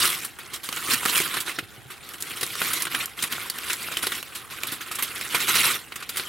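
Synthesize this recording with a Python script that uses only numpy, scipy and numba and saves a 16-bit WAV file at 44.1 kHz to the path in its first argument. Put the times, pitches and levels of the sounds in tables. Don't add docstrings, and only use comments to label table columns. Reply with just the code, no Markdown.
import sys
import numpy as np
from scipy import signal
from scipy.fft import rfft, irfft, next_fast_len
from scipy.io import wavfile
from scipy.ndimage import uniform_filter1d, map_coordinates
from numba import njit

SR = 44100
rng = np.random.default_rng(int(sys.argv[2]) if len(sys.argv) > 2 else 0)


def int16_out(signal):
    q = np.round(np.clip(np.atleast_2d(signal).T, -1, 1) * 32767)
    wavfile.write(sys.argv[1], SR, q.astype(np.int16))


N = 276948
TIME_S = np.arange(N) / SR
TOP_HZ = 15900
SIDE = np.array([[1], [-1]])

# (start [s], length [s], crinkle level [dB], treble over body [dB])
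FOLDS = [(-0.03, 0.095, -21.5, 1.5), (0.075, 0.15, -34.5, 0), (0.375, 0.19, -43.5, -5),
         (0.647, 0.11, -40, -1), (0.734, 0.16, -33.5, 0), (0.868, 0.062, -24.5, 0), (0.963, 0.08, -36, 0),
         (1.056, 0.067, -28.5, 1), (1.116, 0.063, -22.5, 2), (1.224, 0.15, -29.5, -3),
         (1.446, 0.079, -34.5, -3.5), (2.015, 0.4, -42, -2.5), (2.24, 0.1, -35.5, -2.5),
         (2.35, 0.43, -35.5, 0.5), (2.584, 0.23, -29.5, 0), (2.892, 0.12, -30, -3.5),
         (3.163, 0.097, -34, -1), (3.296, .15, -32.5, -2.5), (3.487, 0.16, -35.5, -3.5),
         (3.65, 0.075, -33, 1.5), (3.779, 0.217, -34, -1.5), (4.002, 0.18, -34.5, -0.5),
         (4.243, 0.22, -43.5, -3.5), (4.485, 0.25, -36, -4), (4.856, 0.26, -36, -4.5),
         (5.04, .15, -36.5, -1.5), (5.187, 0.44, -29.5, -2), (5.47, 0.22, -21.5, -1),
         (5.903, 0.38, -42, -6.5), (6.12, 0.2, -37.5, -1.5)]
# (time [s], run level [dB], treble over body [dB], run decay [s])
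SNAPS = [(0.102, -35, 8, 0.0057), (0.247, -31, 8, 0.011), (0.387, -32, -3.5, 0.0094),
         (0.534, -30.5, 3, 0.02), (0.561, -48, 15, 0.0024), (0.632, -35, 4.5, 0.036),
         (0.689, -22, -4, 0.0032), (0.726, -24, -4, 0.0061), (0.767, -25, -9, 0.013),
         (0.907, -29, -8, 0.024), (0.935, -19.5, 3.5, 0.0046), (1.053, -19, -2, 0.0061),
         (1.059, -19, -3.5, .004), (1.096, -26, 1, 0.0089), (1.202, -17.5, -2, 0.0053),
         (1.34, -23, -6, .013), (1.369, -22, -5, 0.0028), (1.403, -31, 9.5, 0.011), (1.479, -28, -3, 0.02),
         (1.587, -17.5, -10.5, 0.0062), (1.901, -34, -3.5, 0.026), (2.09, -43.5, 13, 0.0033),
         (2.136, -36.5, 1, 0.014), (2.204, -39, 11, 0.011), (2.2237, -38, 17.5, 0.0033),
         (2.41, -26.5, 3.5, 0.0082), (2.43, -21, 1.5, 0.008), (2.465, -41, 15, 0.0027),
         (2.554, -26.5, -1.5, 0.0036), (2.617, -16, -6, 0.0043), (2.733, -24.5, 8, 0.0081),
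         (2.822, -42.5, 24, 0.007), (2.853, -23, -1, .005), (2.947, -17, -6.5, 0.0064),
         (2.869, -23.5, -11, 0.0087), (3.018, -28, -12, .004), (3.058, -36.5, 15.5, 0.0027),
         (3.225, -22.5, 4.5, 0.0074), (3.237, -22.5, 0, 0.0093), (3.323, -21.5, 0, .006),
         (3.333, -24.5, -8, 0.0035), (3.5, -29.5, 10, 0.0042), (3.585, -26, 1, 0.0038),
         (3.699, -19, -6, .014), (3.827, -35.5, 5, 0.01), (3.916, -27.5, -8, 0.015),
         (3.971, -24, 2, 0.0047), (4.026, -23.5, 2, .015), (4.068, -19, 0.5, 0.006),
         (4.119, -21.5, -5.5, 0.01), (4.228, -27.5, -2, 0.0037), (4.35, -31.5, 2, 0.024),
         (4.634, -23, 2.5, 0.0026), (4.67, -38.5, 15, 0.0071), (4.717, -31, 5, 0.021),
         (4.807, -30, -3.5, 0.023), (4.914, -27.5, 0.5, .013), (4.953, -42, 17.5, 0.0094),
         (4.986, -26, -0.5, 0.017), (5.024, -24.5, 7.5, 0.012), (5.211, -28, 0, 0.0037),
         (5.346, -16.5, -3, 0.016), (5.4, -25, 1, 0.026), (5.481, -24, -3, 0.018), (5.552, -20, 3.5, 0.018),
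         (5.707, -24.5, -2, 0.021), (5.921, -27, -12, 0.0057), (5.958, -28, 0.5, 0.0085),
         (6.025, -28, -7.5, 0.0091), (6.092, -29, 5.5, 0.0099), (6.159, -28.5, -1, 0.0068),
         (6.169, -27, 6, 0.016), (6.196, -23, -17, 0.0054)]
# (time [s], level [dB], pitch [Hz])
BUMPS = [(0.887, -28.5, 280), (0.932, -28, 235), (1.058, -31, 470), (1.163, -24, 318), (1.202, -23, 360),
         (1.585, -23, 310), (1.625, -39, 109), (1.776, -38, 120), (1.854, -39, 126), (2.428, -28.5, 460),
         (3.235, -27.5, 330), (3.912, -31, 427), (4.034, -35, 325), (4.068, -29, 380), (4.721, -29, 298),
         (5.342, -29, 327)]
# (time [s], level [dB], pitch [Hz])
PINGS = [(1.032, -23.5, 1360), (1.058, -16, 1260), (1.097, -20, 4100), (1.37, -26, 1710),
         (1.481, -25, 1580), (1.495, -23, 2060), (2.616, -20, 1420), (2.869, -31, 1360), (2.946, -21, 1580),
         (3.191, -23.5, 3250), (3.382, -24.5, 1390), (3.499, -19.5, 4520), (3.886, -25.5, 1390),
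         (3.97, -14, 3080), (4.039, -21, 1420), (4.634, -21, 2370), (4.913, -26, 1340), (5.212, -24, 2380),
         (5.347, -14.5, 2390)]
# (time [s], leftward pan [dB])
PAN = [(0.0, -3), (0.35, 1.5), (0.52, -3), (1.28, -4.5), (1.7, -0.5), (2.76, -2.5), (3.02, -2.0),
       (3.18, -1.5), (4.3, -1.5), (5.32, -3.5), (5.81, -3), (5.96, -1.5), (6.28, -0.5)]
# (frequency [Hz], gain [dB])
SHEET_SPECTRUM = [(400, -33), (800, -14), (1060, -0.5), (1380, 2), (1650, -2), (1920, 0.5), (3200, -1.5),
                  (3950, -5), (4700, -10.5), (6300, -13.5), (8650, -8.5), (11800, -7), (14000, -14),
                  (16000, -17)]
# (frequency [Hz], gain [dB])
FLEX_SPECTRUM = [(40, -27.5), (110, -1.5), (200, -3.5), (330, 0), (450, -2.5), (620, -9), (780, -6.5),
                 (1100, -32), (3000, -58)]
# (frequency [Hz], gain [dB])
ROOM_SPECTRUM = [(20, -15), (60, -2), (115, -1), (200, -8.5), (370, -8), (600, -17.5), (780, -4.5),
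                 (1100, -21), (1550, -4), (1900, -15), (4000, -48), (16000, -62)]
# (frequency [Hz], gain [dB])
SIDE_EQ = [(150, 3.5), (600, -3.5), (1300, -5), (2600, -2), (6000, -2.5), (9000, -9.5), (13000, 2.5)]


def amp(db):
    return 10 ** (np.asarray(db) / 20)


def unit(x):
    return x / np.sqrt(np.mean(x ** 2))


def add(track, start_s, sound):
    i = max(int(start_s * SR), 0)
    track[..., i:i + sound.shape[-1]] += sound[..., :N - i]


def butter(x, order, hz, kind):
    return signal.sosfilt(signal.butter(order, hz, kind, fs=SR, output="sos"), x)


def colour(x, spectrum):
    hz, db = np.transpose(spectrum)
    size = next_fast_len(N + 8192)
    bins_hz = np.maximum(np.arange(size // 2 + 1) * SR / size, 1)
    gain = amp(np.interp(np.log(bins_hz), np.log(hz), db))
    cepstrum = irfft(np.log(gain), size)
    cepstrum[1:size // 2] *= 2
    cepstrum[size // 2 + 1:] = 0
    return irfft(rfft(x, size) * np.exp(rfft(cepstrum)), size)[..., :N]


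def steady(x, span_s):
    power = uniform_filter1d(np.mean(x ** 2, axis=0), int(span_s * SR))
    return x / np.sqrt(power + 1e-12)


def stereo_noise(side_db):
    mid, side = rng.standard_normal((2, N))
    return mid + amp(side_db) * side * SIDE


def folding(attack_s=0.022, swell_db=2.5, release_s=0.051):
    power = amp([[-50.5], [-54.5]]) ** 2 * np.ones(N)
    for start_s, length_s, db, treble_db in FOLDS:
        age_s = TIME_S - start_s
        grip = np.clip(age_s / attack_s, 0, 1)
        swell = amp(swell_db * (np.clip(age_s / length_s, 0, 1) - 1.5))
        release = np.exp(-np.maximum(age_s - length_s, 0) / release_s)
        power += (amp([[db], [db + treble_db]]) * grip * swell * release) ** 2
    return np.sqrt(power)


def stick_and_yield(depth_db, per_s):
    wander = map_coordinates(rng.standard_normal(1024), [TIME_S * per_s], order=2, mode="wrap")
    return amp(depth_db * wander)


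@njit
def ring(start, hz, cycles, left, right):
    out = np.zeros((2, N))
    for k in range(len(start)):
        step = hz[k] / SR
        pole, z = np.exp(2j * np.pi * step - step / cycles), 1 + 0j
        for i in range(int(start[k]), min(N, int(start[k] + 5 * cycles / step))):
            z *= pole
            out[0, i] += left[k] * z.imag
            out[1, i] += right[k] * z.imag
    return out


def buckles(per_s, scatter_db, cycles, spread, modes=5):
    draws = rng.random((40000, 3 + 3 * modes))[:int(per_s * N / SR)]
    when, rank, side = draws[:, :3].T[:, :, None]
    pitch, share, lobe = np.split(draws[:, 3:], 3, axis=1)
    hz = (30 + 100 * pitch) ** 2
    strength = amp(-scatter_db * np.log(.004 + rank))
    gain = strength * (2 * share - 1) * (hz / SR) ** .75
    lean = spread * (side + lobe - 1)
    start = np.repeat(np.floor(when * N), modes)
    return ring(start, hz.ravel(), cycles, (gain * (1 + lean)).ravel(), (gain * (1 - lean)).ravel())


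def sheet_scatter(x, decay_s, wet_db):
    pole = np.exp(-2 / (decay_s * SR))
    power = signal.lfilter([1 - pole], [1, -pole], np.mean(x ** 2, axis=0) + 1e-18)
    return x + amp(wet_db) * np.sqrt(power) * stereo_noise(side_db=-10)


def patches(frames_s, bins_hz, span_s, width_hz):
    grid = np.meshgrid(bins_hz / width_hz, frames_s / span_s, indexing="ij")
    return map_coordinates(rng.standard_normal((128, 1024)), grid, order=2, mode="wrap")


def sheet_bend(x, panel_db, mode_db):
    bins_hz, frames_s, spectra = signal.stft(x, SR, nperseg=256)
    panels = patches(frames_s, bins_hz, span_s=.014, width_hz=2400)
    modes = patches(frames_s, bins_hz, span_s=.026, width_hz=300)
    spectra *= amp(panel_db * panels + mode_db * modes)
    return signal.istft(spectra, SR, nperseg=256)[1][:, :N]


def crinkle(body_gain, treble_gain, pops, even_s, split_hz=5000):
    ringing = sheet_scatter(pops, decay_s=.008, wet_db=-2)
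    shifting = sheet_bend(ringing, panel_db=2.3, mode_db=2.8)
    radiated = colour(shifting, SHEET_SPECTRUM)
    body = steady(butter(radiated, 4, split_hz, "low"), even_s)
    treble = steady(butter(radiated, 4, split_hz, "high"), even_s)
    return body_gain * body + treble_gain * treble


def flexing():
    return unit(colour(stereo_noise(side_db=-12), FLEX_SPECTRUM))


def ticks(bending, per_s=40, level_db=8.5, scatter_db=6.5, decay_s=.00025):
    out, t = np.zeros((2, N)), TIME_S[:SR // 100]
    for _ in range(int(per_s * N / SR)):
        start_s = rng.random() * N / SR
        size, lean = rng.standard_normal(2)
        tick = rng.standard_normal(len(t)) * np.exp(-t / decay_s)
        add(out, start_s, amp(level_db + scatter_db * min(size, 2)) * tick * (1 + .2 * lean * SIDE))
    return butter(out, 2, 4000, "high") * bending


def room_echoes(x, delay_s, decay_s, wet_db, width):
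    t = TIME_S[:SR // 3]
    noise = rng.standard_normal((3, len(t)))
    tail = (noise[0] + width * noise[1:]) * np.exp(-t / decay_s) * (t > delay_s)
    tail *= amp(wet_db) / np.sqrt(np.sum(tail ** 2, axis=1, keepdims=True))
    return x + signal.fftconvolve(x, tail, axes=1)[:, :N]


def noise_floor():
    room = unit(colour(stereo_noise(side_db=-3), ROOM_SPECTRUM)) * amp([[-55], [-50]])
    hiss = amp(-59) * rng.standard_normal((2, N))
    return room + hiss


def runs(rise_share):
    gains, t = np.zeros((2, N)), TIME_S[:SR // 6]
    for start_s, db, treble_db, decay_s in SNAPS:
        swell = (1 - np.exp(-t / (rise_share * decay_s))) * np.exp(-t / decay_s)
        add(gains, start_s, amp([[db], [db + treble_db]]) * swell)
    return gains


def facet(hz, decay_s, tail_db, tail_s, count=8):
    t = TIME_S[:SR // 25]
    near_hz = hz * np.exp(0.27 * rng.standard_normal((count, 1)))
    neighbours = rng.standard_normal(count) @ np.sin(2 * np.pi * near_hz * t) / np.sqrt(count)
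    swing = np.exp(-t / decay_s) * (1 + 0.98 * np.exp(-t * hz))
    return np.sin(2 * np.pi * hz * t) * swing + amp(tail_db) * neighbours * np.exp(-t / tail_s)


def crease_snaps(note_db=-3, crack_db=12.5, crack_s=.0004, octaves_per_db=0.6):
    out, t = np.zeros((2, N)), TIME_S[:SR // 25]
    for start_s, db, treble_db, run_s in SNAPS:
        hz = np.clip(2450 * 2 ** (octaves_per_db * treble_db), 1460, 4500)
        note = amp(db + note_db) * facet(hz, min(0.38 * run_s, 0.0038), tail_db=-17, tail_s=0.0049)
        burst = rng.standard_normal(len(t)) * np.exp(-t / crack_s)
        hardness = amp(db + treble_db + crack_db) / (1 + run_s / 0.0076)
        crack = hardness * butter(burst, 1, [5360, TOP_HZ], "band")
        lean = 0.13 * rng.standard_normal() * SIDE
        add(out, start_s, (note + crack) * (1 + lean))
    return butter(out, 2, 800, "high")


def loaf_bumps(cycles=1.02, tone_db=-4.0, flap_s=0.011, flap_db=-10.5, jolt_db=-13.5, jolt_hz=377):
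    tone, push, t = np.zeros(N), np.zeros(N), TIME_S[:SR // 8]
    jolts = [(start_s, db + jolt_db, jolt_hz * np.exp(0.24 * rng.standard_normal()))
             for start_s, db, _, _ in SNAPS]
    for start_s, db, hz in list(BUMPS) + jolts:
        age = t * hz / cycles
        add(tone, start_s, amp(db) * np.sin(2 * np.pi * hz * t) * age * np.exp(1 - age))
        add(push, start_s, amp(db) * np.exp(-t / flap_s))
    return amp(tone_db) * tone + amp(flap_db) * push * flexing()


def pings():
    out = np.zeros(N)
    for start_s, db, hz in PINGS:
        add(out, start_s, amp(db) * facet(hz, decay_s=0.0032, tail_db=-20, tail_s=0.0075))
    return out


def scene():
    fold_body, fold_treble = folding() * stick_and_yield(depth_db=1.84, per_s=45)
    run_body, run_treble = runs(rise_share=0.14)
    fold_pops = buckles(per_s=2400, scatter_db=1.0, cycles=2.6, spread=0.98)
    fine = amp(-0.73) * crinkle(fold_body, fold_treble, fold_pops, even_s=0.037)
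    run_pops = buckles(per_s=3000, scatter_db=0.5, cycles=1.02, spread=1.0)
    bursts = amp(-0.03) * crinkle(run_body, run_treble, run_pops, even_s=0.0061)
    snaps = amp(-1.5) * crease_snaps()
    flex = (amp(-24.0) * fold_body ** 0.69 + amp(-23.5) * run_body) * flexing()
    foil = fine + bursts + snaps + flex + loaf_bumps() + ticks(fold_treble) + pings()
    pan_db = np.interp(TIME_S, *np.transpose(PAN))
    panned = foil * amp(SIDE * pan_db / 2)
    return room_echoes(panned, delay_s=0.0055, decay_s=0.016, wet_db=-15, width=1.1) + noise_floor()


def record(dry):
    mid = (dry[0] + dry[1]) / 2
    side = colour((dry[0] - dry[1]) / 2, SIDE_EQ)
    pair = butter(mid + SIDE * side, 2, 32.8, "high")
    return signal.sosfilt(signal.ellip(10, .2, 70, TOP_HZ, fs=SR, output="sos"), pair)


dry = scene()
out = record(dry)
int16_out(out)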